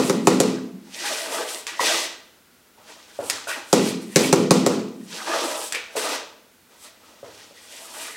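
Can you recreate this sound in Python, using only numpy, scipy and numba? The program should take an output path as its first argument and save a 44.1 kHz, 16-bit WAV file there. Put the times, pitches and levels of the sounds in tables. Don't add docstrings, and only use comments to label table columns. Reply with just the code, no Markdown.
import sys
import numpy as np
from scipy import signal
from scipy.fft import rfft, irfft, next_fast_len
from scipy.io import wavfile
from scipy.ndimage import uniform_filter1d
from numba import njit

SR = 44100
rng = np.random.default_rng(int(sys.argv[2]) if len(sys.argv) > 2 else 0)


def pcm_store(signal):
    levels = np.round(np.clip(np.atleast_2d(signal), -1, 1) * 32767)
    wavfile.write(sys.argv[1], SR, levels.astype(np.int16).T)


def makeup_ratio(level_db):
    decades = np.asarray(level_db, float) / 20
    return 10 ** decades


N = 359856
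LEAD = 4410


def unit(x):
    return x / np.sqrt(np.mean(x ** 2))


def colour(x, points):
    hz, db = np.transpose(points)
    size = next_fast_len(len(x))
    bins = np.maximum(np.arange(size // 2 + 1) * SR / size, 1)
    gain = makeup_ratio(np.interp(np.log(bins), np.log(hz), db))
    return irfft(rfft(x, size) * gain, size)[:len(x)]


def above(x, hz):
    return signal.sosfilt(signal.butter(4, hz, "high", fs=SR, output="sos"), x)


def resonate(x, peaks):
    return sum((-1) ** k * makeup_ratio(db) * signal.lfilter(*signal.iirpeak(hz, hz / width, SR), x)
               for k, (hz, width, db) in enumerate(peaks))


def fade(t, t60):
    return np.exp(-np.log(1000) * t / t60)


def wobble(size, rate):
    x = rng.standard_normal(size // 64 + 2)
    k = max(int(SR / 64 / rate), 1)
    x = unit(uniform_filter1d(uniform_filter1d(x, size=k), size=k))
    return np.interp(np.arange(size) / 64, np.arange(len(x)), x)


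def add(track, sound, s, db):
    i = int(s * SR) + LEAD
    sound = sound[:len(track) - i]
    track[i:i + len(sound)] += sound * makeup_ratio(db) / np.max(np.abs(sound))


def push(t, contact_s):
    return np.sin(np.pi * np.minimum(t / contact_s, 1))


# (frequency [Hz], density [dB per Hz])
SKIN_CRACK = [(300, -22), (1200, -4), (2500, -1.5), (3400, -5), (4600, 0), (7500, 0.5), (10000, -7),
              (13000, -14.5), (16000, -20.5)]


def crack(gaps_s, spray_db):
    t = np.arange(2048) / SR
    snaps = makeup_ratio(spray_db) * rng.standard_normal(len(t)) * fade(t, 0.019)
    when, size = rng.random((2, 4))
    knuckles = (np.cumsum(gaps_s * (.5 + when)) * SR).astype(int)
    snaps[knuckles] += np.sign(size - .5) * (0.64 + 0.5 * size)
    snaps[0] = 1.1
    return colour(np.roll(snaps, 64), SKIN_CRACK)[56:]


def burst():
    return colour(np.arange(512) == 64, SKIN_CRACK)[32:]


# (frequency [Hz], width [Hz], level [dB])
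FOAM_PAD = [(187, 72, -5.5), (328, 115, -0.5), (480, 120, 2.5), (787, 270, -4.5), (1300, 400, 0)]


def pad_thud(t):
    rebound = 0.75 * np.roll(push(t, .0013), int(.0055 * SR))
    crumple = 0.18 * rng.standard_normal(len(t)) * fade(t, 0.048)
    squash = push(t, 0.001) + rebound + crumple
    spot = [(hz * (1 + 0.071 * rng.standard_normal()), width, db + 3.1 * rng.standard_normal())
            for hz, width, db in FOAM_PAD]
    return resonate(squash, spot)


def pad_to_walls(t):
    return resonate(push(t, .00075), FOAM_PAD)


# (frequency [Hz], level [dB], decay t60 [s])
BOARD_MODES = [(125, -18, 0.85), (159.8, -15, 0.8), (189.7, 1, 1.02), (216.8, 0, 1.05), (259.9, -1, 0.84),
               (311.2, -4, .7), (344, 2, 1.0), (385, -7, .7), (422, -4, 0.6), (492.4, -1.5, 0.55),
               (560, -11, 0.46), (680, -14, .6), (835, -17, .6), (1003, -18, .55)]


def board_ring(size):
    t = 8 * np.arange(size) / SR
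    ring = np.zeros(size)
    for hz, db, t60 in BOARD_MODES:
        beating = makeup_ratio(db + 3.8 * wobble(size, rate=200)) * fade(t, t60)
        ring += beating * np.sin(2 * np.pi * hz * t + 0.85 * wobble(size, rate=160))
    return signal.resample_poly(ring * (1 - fade(t, .32)), 8, 1)


# (time [s], crack [dB], thud [dB], share to the walls [dB], board ring [dB])
FIST_BLOWS = [
    (0.0965, -12, -14, 0, 0.5),
    (0.271, -4, -7, 0.5, 0),
    (0.4015, -6, -12, 0.5, 0),
    (3.7284, -3.5, -9.5, 3, 2),
    (4.1593, 0, -9, 1.5, 0),
    (4.3271, -5, -8, -1, 2),
    (4.508, -2.5, -6.5, 0, -0.5),
    (4.663, -8, -11, 1, 0),
]
BLOW_BEFORE = (-0.05, -3.5, -5.5, -1, -0.5)


def punches():
    near, walls, t = np.zeros(N + LEAD), np.zeros(N + LEAD), np.arange(4500) / SR
    for s, crack_db, thud_db, wall_db, ring_db in [BLOW_BEFORE, *FIST_BLOWS]:
        add(near, crack(gaps_s=.0008, spray_db=-12), s, crack_db + 4.5)
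        add(walls, burst(), s, crack_db + wall_db + 8.0)
        add(near, pad_thud(t), s + 0.001205, thud_db + 6.5)
        add(walls, pad_to_walls(t), s, thud_db + wall_db + 1.5)
        add(near, board_ring(len(t)), s + .002, thud_db + ring_db - 3.2)
    return np.array([near, walls])


# (time [s], crack [dB], body [dB], body pitch [Hz], share to the walls [dB])
PALM_SLAPS = [
    (1.6679, -18.5, -23.5, 2400, 5),
    (3.2988, -7, -23, 1080, 2),
    (5.7233, -14, -22.5, 1850, -10),
    (5.7485, -21, -18, 2600, -9),
]


def slaps():
    near, walls, t = np.zeros(N + LEAD), np.zeros(N + LEAD), np.arange(2048) / SR
    for s, crack_db, body_db, hz, wall_db in PALM_SLAPS:
        add(near, crack(gaps_s=.0008, spray_db=-14), s, crack_db + 4.5)
        add(walls, burst(), s, crack_db + wall_db + 6.5)
        pop = resonate(push(t, 0.00019), [(hz, 0.64 * hz, 0)])
        for track in (near, walls):
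            add(track, pop, s, body_db + 5.5)
    return np.array([near, walls])


# (time [s], knock [dB], knock pitch [Hz], upper knock [dB], deep thump [dB])
FOOTFALLS = [
    (1.796, -12.5, 1000, -19.5, -51),
    (2.785, -47, 845, -57, -71),
    (3.191, -18, 592, -39, -46.5),
    (3.472, -29, 640, -26, -58),
    (5.956, -21, 595, -37, -58),
    (7.231, -30, 537, -45, -52),
    (7.51, -44, 554, -52.5, -65),
]


def steps():
    near, walls, t = np.zeros(N + LEAD), np.zeros(N + LEAD), np.arange(8192) / SR
    swell = 1 - fade(t, 0.011)
    for s, knock_db, hz, upper_db, thump_db in FOOTFALLS:
        knock = swell * fade(t, 0.021) * np.sin(2 * np.pi * hz * t)
        add(near, knock, s - .0015, knock_db + 1.0)
        plank = resonate(push(t, 0.00057), [(hz, .9 * hz, 0), (0.4 * hz, 0.38 * hz, -3)])
        add(walls, above(plank, hz=230), s, knock_db + 1)
        upper = swell * fade(t, .02) * np.sin(2 * np.pi * min(2.3 * hz, 1950) * t)
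        thump = swell * fade(t, .15) * np.sin(2 * np.pi * 105 * t)
        for track in (near, walls):
            add(track, upper, s, upper_db)
            add(track, thump, s, thump_db + 0.2)
    return np.array([near, walls])


def stroke(t, s, db, climb_s, hold_s, release=170):
    late = t - s
    climb = 20 * np.minimum(late, 0) / max(climb_s, .005)
    sag = 42 * np.clip(late, 0, hold_s)
    let_go = release * np.array([1, 1, 1, 1.6])[:, None] * np.maximum(late - hold_s, 0)
    return db + climb - sag - let_go


def layer_power(level_db, mix_db):
    return makeup_ratio(level_db + np.array([0, *mix_db])[:, None]) ** 2


# (time of full
# grip [s], hiss [dB], time to climb 20 dB [s], hold [s], weight on the boards [dB])
SOLE_DRAGS = [(.945, -39, .035, .06, -12), (1.06, -27.5, .13, .2, -5), (1.335, -33.5, .15, .1, 4),
              (1.806, -27, .01, .03, 2), (1.864, -21.5, .07, .18, -7), (3.573, -43, .1, .02, 4),
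              (3.86, -31, .1, .03, -10), (5.132, -37, .08, .05, -10), (5.18, -37.5, .1, .07, -3),
              (5.28, -34, .05, .04, 5), (5.346, -31, .13, .1, 4), (5.43, -36, .06, .13, 6),
              (5.968, -33, .012, .05, 2), (6.04, -33, .1, .05, 3), (6.135, -29, .15, .005, -1.5),
              (2.786, -62, .03, .05, 6), (2.902, -46, .08, .02, -2.5), (3.0, -53, .2, .1, -3),
                 (3.15, -53, .3, .04, -4), (3.205, -50, .012, .02, 10), (6.72, -59, .05, .07, 0),
                 (7.08, -56, .3, .13, 0), (7.245, -55, .012, .04, 9), (7.4, -48, .3, .07, -5),
                 (7.58, -49, .12, .1, -8), (7.727, -45.5, .12, .1, -12), (7.957, -49, .3, .03, 5)]


def drags(slow):
    power, load = np.zeros((4, len(slow))), 0
    for s, db, climb_s, hold_s, weight_db in SOLE_DRAGS:
        rubber_db, thin_db = -.5 + .65 * weight_db, -7
        sole = layer_power(stroke(slow, s, db, climb_s, hold_s), (weight_db, rubber_db, thin_db))
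        grip_hz = 1450 * 2 ** (-.035 * weight_db)
        power, load = power + sole, load + grip_hz * sole[2]
    return power, load


# (time of full grip [s], hiss [dB], time to climb 20 dB [s], hold [s], grip pitch [Hz])
EDGE_SKIDS = [
    (1.678, -36, .01, .02, 1800),
    (3.485, -33.5, .015, .035, 1650),
    (5.751, -33, .02, .005, 2000),
    (8.0, -43, .05, .1, 1700),
]
# (level [dB], level [dB], level [dB])
SKID_LAYERS = (-6, 4, -7)


def skids(slow):
    power, load = 0, 0
    for s, db, climb_s, hold_s, grip_hz in EDGE_SKIDS:
        edge = layer_power(stroke(slow, s, db, climb_s, hold_s), SKID_LAYERS)
        power, load = power + edge, load + grip_hz * edge[2]
    return power, load


# (time of full speed [s], hiss [dB], time to climb 20 dB [s], hold [s])
CLOTH_SWISHES = [(.075, -36, .15, .01), (.256, -50, .1, .01), (1.2, -40, .2, .06), (1.34, -37, .12, .07),
                 (1.5, -37, .1, .09), (3.285, -40, .12, .01), (3.48, -40, .01, .05),
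                 (3.715, -46.5, .1, .01), (3.87, -37, .06, .01), (4.022, -51, .03, .005),
                 (4.125, -52, .02, .03), (4.25, -33, .15, .02), (5.04, -60, .2, .01), (5.46, -39, .15, .12),
                 (5.63, -35.5, .25, .035), (5.964, -35, .008, .11), (6.846, -47, .08, .005),
                 (7.74, -50, .1, .05), (7.85, -47, .3, .05), (7.95, -45, .08, .04), (8.02, -40, .15, .11)]
# (level [dB], level [dB], level [dB])
SWISH_LAYERS = (-7, -3.5, 2.5)


def swishes(slow):
    return sum(layer_power(stroke(slow, s, db, climb_s, hold_s), SWISH_LAYERS)
               for s, db, climb_s, hold_s in CLOTH_SWISHES)


# (level [dB], level [dB], level [dB])
SHAKE_LAYERS = (-8, -2, -8)


def shirt_shakes(slow):
    power = 0
    for s, crack_db, *_ in [BLOW_BEFORE, *FIST_BLOWS, PALM_SLAPS[1]]:
        shake = stroke(slow, s + .035, crack_db - 30, climb_s=.02, hold_s=.04, release=118)
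        power = power + layer_power(shake, SHAKE_LAYERS)
    return power


def grit(size):
    return rng.standard_normal(size) * makeup_ratio(2.45 * rng.exponential(size=size))


def clumps(size, peaks, stutter_db, rate, favour):
    grains, out = grit(size), 0
    for hz, width, db in peaks:
        catch = favour(hz) * makeup_ratio(db + stutter_db * wobble(size, rate))
        narrow = resonate(grains, [(hz, width, 0)])
        out = out + catch * resonate(narrow, [(hz, 2 * width, 0)])
    return out


# (frequency [Hz], width [Hz], level [dB])
LAMINATE = [(350, 120, -6), (481, 134, -0.5), (608.4, 146, -0.5), (800, 192, -5.5)]
# (frequency [Hz], width [Hz], level [dB])
SOLE_RUBBER = [(1000, 250, -0.5), (1250, 276, 0.5), (1549, 360, -0.5), (1901, 390, 0), (2333, 430, 0)]
# (frequency [Hz], density [dB per Hz])
GRIT_HISS = [(1000, -44), (2100, -8.5), (3000, -1), (6000, -2.5), (7800, -10), (12000, -36)]
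# (frequency [Hz], density [dB per Hz])
THIN_HISS = [(3500, -49), (6200, -9), (8000, 0), (10500, -5), (13000, -11.5), (16000, -19.5)]


def slides():
    t = (np.arange(N + LEAD) - LEAD) / SR
    slow = t[::64]
    drag_power, drag_load = drags(slow)
    skid_power, skid_load = skids(slow)
    soles = drag_power + skid_power
    grip_hz = np.interp(t, slow, (drag_load + skid_load) / soles[2])
    power = soles + swishes(slow) + shirt_shakes(slow)
    hiss, thin = (makeup_ratio(1.2 * wobble(len(t), rate=56)) * colour(grit(len(t)), body)
                  for body in (GRIT_HISS, THIN_HISS))
    boards = clumps(len(t), LAMINATE, 4.04, rate=30, favour=lambda hz: 1)
    rubber = clumps(len(t), SOLE_RUBBER, 3.0, rate=40.6,
                    favour=lambda hz: 0.41 + np.exp(-(np.log(hz / grip_hz) / 0.31) ** 2))
    mix = sum(np.interp(t, slow, np.sqrt(p)) * unit(layer)
              for p, layer in zip(power, (hiss, boards, rubber, thin)))
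    return above(mix, hz=230)


# (delay [s], level [dB])
FIRST_ECHOES = [(.0072, -6.5), (.0125, -12.5), (.019, -18.5), (.031, -16.5)]
# (frequency [Hz], decay t60 [s], level [dB])
ROOM_TAIL = [(100, .9, -4), (200, 1.0, -1.5), (395, 0.74, -3), (800, 0.62, -2.5), (1600, 0.59, -2),
             (3250, 0.59, -2), (6400, 0.51, -6.5), (12800, .4, -8.5)]


def room(near, walls, tail_db):
    t = np.arange(int(1.5 * SR)) / SR
    tail = np.zeros(len(t))
    for hz, t60, db in ROOM_TAIL:
        edges = [hz / np.sqrt(2), min(hz * np.sqrt(2), .45 * SR)]
        octave = signal.butter(2, edges, "band", fs=SR, output="sos")
        band = signal.sosfilt(octave, rng.standard_normal(len(t)))
        tail += makeup_ratio(db) * band * fade(t, t60) / np.sqrt(t60 * SR / 14)
    tail *= 1 - fade(t, 0.032)
    echoes = sum(makeup_ratio(db) * np.roll(near, int(s * SR)) for s, db in FIRST_ECHOES)
    return near + echoes + makeup_ratio(tail_db) * signal.fftconvolve(walls, tail)[:len(near)]


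# (frequency [Hz], density [dB per Hz])
STILL_AIR = [(15, -36), (25, -5), (92, -5), (134, -9.5), (223, -0.5), (285, -3), (754, -10.5), (1260, -10),
             (1400, -5.5), (1650, -10.5), (9070, -17.5), (14800, -18), (16000, -17.5)]


def room_air():
    return makeup_ratio(-55.8) * unit(colour(rng.standard_normal(N), STILL_AIR))


def scene():
    scrape = slides()
    near, walls = punches() + slaps() + steps()
    heard = room(near, walls + makeup_ratio(-9) * scrape, tail_db=3.5) + makeup_ratio(-0.5) * scrape
    return np.tile(heard[LEAD:] + room_air(), (2, 1))


@njit
def follow(x, attack, release):
    out, e = np.empty(len(x)), 1e-6
    for i in range(len(x)):
        e += (abs(x[i]) - e) * (attack if abs(x[i]) > e else release)
        out[i] = e
    return out


# (frequency [Hz], level [dB])
SIDE_TRACE = [(60, -12), (110, -21), (200, -25), (380, -28), (700, -24), (1290, -18), (2380, -13),
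              (4400, -3), (8120, -3), (15000, 0)]


def channel_trace(mono):
    trace = makeup_ratio(-17.5) * colour(mono * wobble(N, rate=90), SIDE_TRACE)
    return np.array([trace, -trace])


def band_limit(x):
    return signal.sosfilt(signal.butter(12, 16500, fs=SR, output="sos"), x)


def record(dry):
    knee_db, ratio, attack_s, release_s, late_s = -12.5, 5.0, 0.03, 0.01, 0.05
    bass_hz, top_hz = 59.5, 15900
    dry = signal.sosfilt(signal.butter(2, bass_hz, "high", fs=SR, output="sos"), dry)
    level = follow(dry[0], 1 / (attack_s * SR), 1 / (release_s * SR))
    level = np.roll(level, int(late_s * SR))
    held = dry * np.minimum(makeup_ratio(knee_db) / level, 1) ** (1 - 1 / ratio)
    clipped = np.clip(held, -1, 1)
    cut = signal.sosfilt(signal.ellip(8, .2, 70, top_hz, fs=SR, output="sos"), clipped)
    return band_limit(cut + channel_trace(cut[0]))


dry = scene()
out = record(dry)
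pcm_store(out)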